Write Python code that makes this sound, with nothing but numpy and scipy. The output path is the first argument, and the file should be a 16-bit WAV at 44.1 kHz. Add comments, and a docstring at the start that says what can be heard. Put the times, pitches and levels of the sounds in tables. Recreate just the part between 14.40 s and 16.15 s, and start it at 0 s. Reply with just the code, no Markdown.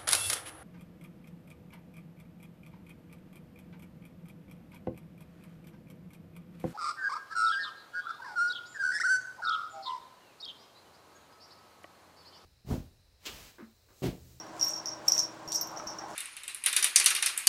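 """A cat's collar bell

A cat shifts about on a bed in a small room, and the little bell on its collar jingles in bursts.
A pellet strikes and rolls inside the shell; fur chokes the ring, and the room carries it on.
The bedding rustles and thumps softly under the paws, and there is one light knock.
Behind it all, a fan hums and blows air."""
import sys
import numpy as np
from scipy import signal
from scipy.fft import rfft, irfft, next_fast_len
from scipy.io import wavfile
from scipy.ndimage import map_coordinates

SR = 44100
rng = np.random.default_rng(int(sys.argv[2]) if len(sys.argv) > 2 else 0)


def unload_wav(signal):
    """Save mono or channel-first audio to the path in sys.argv[1] as 16-bit WAV at rate SR, clipped to [-1, 1]."""
    wavfile.write(
        sys.argv[1],
        SR,
        np.round(np.clip(np.atleast_2d(signal).T, -1, 1) * 32767).astype(np.int16),
    )


N = 77175

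# The pellet hits the shell. A fade time is how long a sound takes to drop by 60 dB.
# The last four columns are relative to the strike's level.
# (time [s], level [dB], fade time [s], low overtone [dB], high overtone [dB], click [dB], rattle [dB])
PELLET_STRIKES = [(.000, -36, 0.021, -28, -33, -29, -31), (.066, -51.5, 0.043, -12, -20, -17, -30),
                  (.196, -34.5, 0.032, -24, -30, -22, -9), (0.212, -21, 0.029, -31, -32, -19, -26),
                  (0.221, -29, 0.11, -30, -26, -24, -24), (0.2269, -21.5, 0.069, -30, -20, -15, -22),
                  (.239, -26.5, 0.099, -31, -14, -31, -24), (0.246, -23, 0.038, -34, -15, -24, -22),
                  (0.258, -42, 0.061, -25, -25, -21, -17), (.281, -34.5, 0.031, -22, -4, -22, -16),
                  (0.2918, -30, 0.06, -28, -20, -12, 1), (0.306, -45, 0.033, -23, -18, 14.5, -12),
                  (0.3312, -43, 0.057, -36, -34, -32, -12), (0.335, -30.5, 0.075, -24, -29, -18, -5),
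                  (0.365, -29.5, 0.012, -30, -24, -23, -6), (0.378, -32.5, 0.046, -33, -28, -23, -14),
                  (0.4582, -25, .02, -33, -30, -13.5, -24), (0.471, -26, 0.022, -36, -36, -29, -28),
                  (0.488, -30.5, 0.05, -31, -28, -29, -6), (0.5231, -33, 0.025, -39, -34, -24, -26),
                  (0.68, -20, 0.044, -35, -30, -19, -18), (0.6829, -9.5, 0.015, -20, -29.5, -16.5, -25),
                  (.720, -10.5, 0.01, -34, -28, -26, -8.5), (0.726, -35, 0.045, -8, -24, -22, 4),
                  (0.7495, -28, 0.053, -24, -24, -5, -9), (.755, -36, 0.023, -20, -20, -1, -7),
                  (.771, -40, 0.04, -4, -18, 5, -14), (.779, -22, 0.033, -22, -32, -22, -1),
                  (.789, -20.5, 0.045, -32, -32, -17, -17), (0.7929, -13.5, 0.0073, -31, -33, -10.5, -14),
                  (0.7999, -22.5, 0.078, -29, -29, -23, -18), (.830, -41, 0.017, -14, -8, -11, -16),
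                  (1.0772, -38, 0.083, -17, -32, -13, -21), (1.087, -36, 0.054, -13, -24, -6, -14),
                  (1.1203, -27.5, 0.0062, -25, -23, 3.5, -5), (1.128, -29.5, .02, -24, -23, 1.5, -10),
                  (1.14, -46, 0.026, -18, 3, -16, -10), (1.1471, -22.5, 0.028, -32, -18, -6.5, 4),
                  (1.159, -28, 0.016, -25, -11, -3, 1), (1.2116, -25.5, 0.028, -21, -5.5, -8.5, -1),
                  (1.271, -37.5, .025, -17, -9, -10, -5), (1.315, -51, 0.034, -8, -12, -14, -8),
                  (1.362, -45, 0.094, -28, -28, -20, -8), (1.3719, -39, 0.023, -29, -27, -31, 4),
                  (1.381, -49, 0.014, -27, -12, -15, -15), (1.4704, -35, 0.072, -20, -24, -31, 6),
                  (1.501, -37.5, 0.037, -29, -25, -18, -2.5), (1.5855, -37, 0.036, -26, -26, -25, -1),
                  (1.6384, -52, 0.032, -26, -26, -18, -15), (1.733, -49, .02, -26, -28, -16, -8)]
# Weaker tones of the slit shell (pitch [Hz], level next to the main tone [dB], fade time [s])
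SLIT_TONES = [(5360, -14, 0.028), (5746, -10, 0.039), (4774, -30, 0.048), (6390, -24.5, 0.028)]
# Tone colour of the pellet's click (frequency [Hz], level [dB])
CLICK_COLOUR = [(1000, -40), (3000, -9), (5000, -22), (7000, 14), (10000, -1.5), (16000, -32)]
# Loudness of the bedding's bright rustle (time [s], level [dB])
RUSTLE_LEVELS = [(0, -69), (.12, -66.5), (.18, -57.5), (.23, -45), (.29, -49.5), (.4, -66.5), (.63, -68),
                 (.68, -47.5), (.77, -48.5), (.83, -51), (.9, -64), (1.05, -66.5), (1.11, -56), (1.17, -73),
                 (1.3, -62), (1.67, -64.5), (1.705, -54), (1.75, -60.5)]
# Tone colour of that rustle (frequency [Hz], level [dB])
RUSTLE_COLOUR = [(500, -2), (2000, -3.5), (4000, -5), (7000, 2.5), (10000, -9), (15500, -17.5)]
# Loudness of the bedding's dull swish (time [s], level [dB])
SWISH_LEVELS = [(0, -55.5), (.6, -55), (.72, -47), (.9, -71), (1.15, -54), (1.36, -46), (1.45, -48),
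                (1.52, -47), (1.59, -47.5), (1.67, -48.5), (1.75, -48)]
# Tone colour of that swish (frequency [Hz], level [dB])
DULL_COLOUR = [(150, -25), (450, -11.5), (800, 0.5), (1100, -1.5), (1600, -13), (2500, -28), (6000, -49)]
# Steps and scuffs (time [s], level [dB], centre [Hz], half-width [octaves], rise [s], fade time [s])
PAW_STEPS = [(.255, -58, 1890, 0.4, .01, 0.13), (.712, -48, 170, 0.65, 0.0042, 0.062),
             (.762, -42.5, 1660, 1.1, 0.0034, 0.087), (0.766, -53, 75, 1.4, 0.015, 0.16),
             (1.073, -41, 150, 1.15, 0.0039, 0.043), (1.1177, -38.5, 4400, .35, 0.00074, 0.091),
             (1.46, -42.5, 111, 1.05, 0.005, 0.056), (1.599, -53, 1800, 0.38, 0.02, .12),
             (1.638, -34, 780, 0.1, 0.0012, 0.034), (1.6585, -41, 804, 0.2, 0.00075, 0.054)]
# Tones of the knock (pitch [Hz], relative level [dB], fade time [s])
KNOCK_TONES = [(1293, 2.5, 0.066), (1520, -9, 0.023), (2220, -4.5, 0.012)]
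# Tone colour of the fan's rushing air (frequency [Hz], level [dB])
AIR_COLOUR = [(10, -29), (25, -23), (70, -18), (125, -9.5), (242, -7), (400, -9), (591, -5), (1040, -7),
              (1500, -11), (2200, -18.5), (3620, -22), (5500, -22), (8000, -30.5), (12000, -44.5),
              (16000, -36.5)]
# Narrow bands where that air drones (centre [Hz], width [Hz], level [dB])
DRONE_BANDS = [(611.6, 36, -56), (720, 14, -62), (825, 81, -63.5), (978, 23, -59.5), (1067.6, 17, -60)]
# Tones of the fan's hum (pitch [Hz], level [dB])
HUM_TONES = [(120, -65.5), (154, -67.5), (307, -62), (326, -56.5), (402, -67.5), (1561, -66.5)]
# How long the room's echo lasts (frequency [Hz], fade time [s])
ECHO_FADES = [(200, 0.48), (2000, 0.22), (5500, 0.21), (9000, 0.16), (14000, 0.12)]
# Tone colour of the echo (frequency [Hz], level [dB])
ECHO_COLOUR = [(200, -22), (5500, -0.5), (9000, -2), (13500, -3)]

BELL_HZ, LOW_OVERTONE_HZ, HIGH_OVERTONE_HZ = 5582, 13170, 13465
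OVERTONE_FADE_S, CLICK_FADE_S, RING_RISE_S = 0.031, 0.0044, 0.00026
LOUD_DB, ECHO_CUT_PER_DB = -19.5, 0.53  # strikes louder than this get less echo and sound closer


def bell(detune=0.0031):
    """Each strike of the pellet makes a click, rings the shell and sets off a short rattle."""
    out, t = np.zeros(N), np.arange(SR // 6) / SR
    click_noise = noise(CLICK_COLOUR)
    # so small a shell sends out little low sound
    low_cut = signal.butter(N=4, Wn=4210, btype="high", fs=SR, output="sos")
    for start, db, fade_s, low_db, high_db, click_db, rattle_db in PELLET_STRIKES:
        tones = [(BELL_HZ, 0, fade_s), (LOW_OVERTONE_HZ, low_db, OVERTONE_FADE_S),
                 (HIGH_OVERTONE_HZ, high_db, OVERTONE_FADE_S)] + SLIT_TONES
        ring = np.zeros(len(t))
        for hz, tone_db, tone_fade_s in tones:
            pitch = hz * (1 + detune * rng.normal())
            ring += amp(tone_db) * fade(t, tone_fade_s) * np.sin(2 * np.pi * (pitch * t + rng.random()))
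        ring *= np.sqrt(2) * (1 - np.exp(-t / RING_RISE_S))
        shell = signal.sosfilt(low_cut, ring + amp(rattle_db) * rattle(t))
        click = amp(click_db) * fade(t, CLICK_FADE_S) * np.roll(click_noise, rng.integers(N))[:len(t)]
        echo_cut_db = ECHO_CUT_PER_DB * max(db - LOUD_DB, 0)
        add(out, start, amp(db) * room(shell + click, echo_cut_db))
    return out


def rattle(t, touches=24, touches_per_s=690, settle_s=0.017, centre_hz=5756, pitch_spread=0.051):
    """The rolling pellet touches the shell ever more lightly, pulling each tiny ring off pitch."""
    out, ring_t = np.zeros(len(t)), t[:SR // 100]
    shape = fade(ring_t, fade_s=0.0091) * (1 - np.exp(-ring_t / RING_RISE_S))
    starts = np.cumsum(rng.exponential(1 / touches_per_s, touches))
    pitches = centre_hz * (1 + pitch_spread * rng.standard_normal(touches))
    for start, hz in zip(starts, pitches):
        add(out, start, np.exp(-start / settle_s) * shape * np.sin(2 * np.pi * hz * ring_t))
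    return out


def bedding(grain_db=3):
    """Moving cloth makes a grainy rustle, with a duller swish beneath it."""
    rustle = unit(noise(RUSTLE_COLOUR) * amp(grain_db * wobble(500)))
    swish = noise(DULL_COLOUR) * amp(wobble(39.43))
    return loudness(RUSTLE_LEVELS) * rustle + loudness(SWISH_LEVELS) * swish


def paws():
    """Each step or scuff is a short puff of noise, low on the mattress and high on the cloth."""
    out, t = np.zeros(N), np.arange(SR // 4) / SR
    for start, db, hz, octaves, rise_s, fade_s in PAW_STEPS:
        puff = shaped_noise(lambda f: 1 / (1 + (np.log2((f + 1) / hz) / octaves) ** 4))
        shape = np.minimum(t / rise_s, 1) * fade(np.maximum(t - rise_s, 0), fade_s)
        add(out, start, amp(db) * puff[:len(t)] * shape)
    return out


def knock(start_s=1.399, level_db=-36.5):
    """One light, dull knock: three tones that die away quickly in the room."""
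    out, t = np.zeros(N), np.arange(SR // 6) / SR
    tones = sum(amp(level_db + db) * fade(t, fade_s) * np.sin(2 * np.pi * hz * t)
                for hz, db, fade_s in KNOCK_TONES)
    add(out, start_s, room(tones))
    return out


def fan(air_db=-50):
    """A fan blows a steady rush of air that drones at a few pitches, over a slightly wavering hum."""
    t = np.arange(N) / SR
    hum = sum(amp(db) * np.sqrt(2) * np.sin(2 * np.pi * hz * t + 0.23 * wobble(5.67))
              for hz, db in HUM_TONES)
    drone = sum(amp(db) * shaped_noise(lambda f: 1 / (1 + (2 * (f - hz) / width) ** 2))
                for hz, width, db in DRONE_BANDS)
    return amp(air_db) * noise(AIR_COLOUR) + hum + drone


def room(sound, echo_cut_db=0, echo_db=-5.5, build_s=0.0042):
    """The bedroom adds a short, blurred echo whose high notes die first."""
    hz, t, bands = signal.stft(rng.standard_normal(SR // 3), SR, nperseg=256)
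    bands *= fade(t, value_at(ECHO_FADES, hz)[:, None])
    bands *= amp(value_at(ECHO_COLOUR, hz))[:, None]
    bands *= 1 - np.exp(-t / build_s)
    echo = signal.istft(bands, SR, nperseg=256)[1]
    out = amp(echo_db - echo_cut_db) * signal.fftconvolve(sound, echo / np.linalg.norm(echo))
    add(out, 0, sound)
    return out


def amp(db):
    """Turn decibels into a number to multiply a sound by."""
    return 10 ** (np.asarray(db) / 20)


def unit(sound):
    """Scale a sound to an average strength (rms) of 1."""
    return sound / np.sqrt(np.mean(sound ** 2) + 1e-20)


def value_at(table, hz):
    """Read between the rows of a (frequency, value) table, with octaves evenly spaced."""
    frequencies, values = np.transpose(table)
    return np.interp(np.log(hz + 1), np.log(frequencies + 1), values)


def loudness(table):
    """Turn a (time, level) table into a smoothly changing volume."""
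    return amp(np.interp(np.arange(N) / SR, *np.transpose(table)))


def wobble(per_s):
    """A smooth curve through per_s random values each second."""
    points = rng.standard_normal(int(N * per_s / SR) + 4)
    return map_coordinates(points, [np.arange(N) * per_s / SR])


def filtered(sound, gain_at):
    """Turn each frequency f of a sound up or down by gain_at(f)."""
    size = next_fast_len(N + SR // 2)
    return irfft(rfft(sound, size) * gain_at(np.fft.rfftfreq(size, 1 / SR)), size)[:N]


def shaped_noise(gain_at):
    """Filtered hiss of strength 1."""
    return unit(filtered(rng.standard_normal(N), gain_at))


def noise(colour):
    """Hiss of strength 1, shaped by a tone colour table."""
    return shaped_noise(lambda f: amp(value_at(colour, f)))


def fade(t, fade_s):
    """A dying curve that is 60 dB down after fade_s seconds."""
    return np.exp(-np.log(1000) * t / fade_s)


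def add(track, start_s, sound):
    """Mix a sound into the track at the given time."""
    part = track[max(0, round(start_s * SR)):][:len(sound)]
    part += sound[:len(part)]


def scene():
    """The bell, the bed, the knock and the fan together in one channel."""
    return (bell() + bedding() + paws() + knock() + fan())[None]


def record(dry, top_hz=16100):
    """Cut away the very highest treble."""
    return filtered(dry[0], lambda f: f < top_hz)[None]


dry = scene()
out = record(dry)
unload_wav(out)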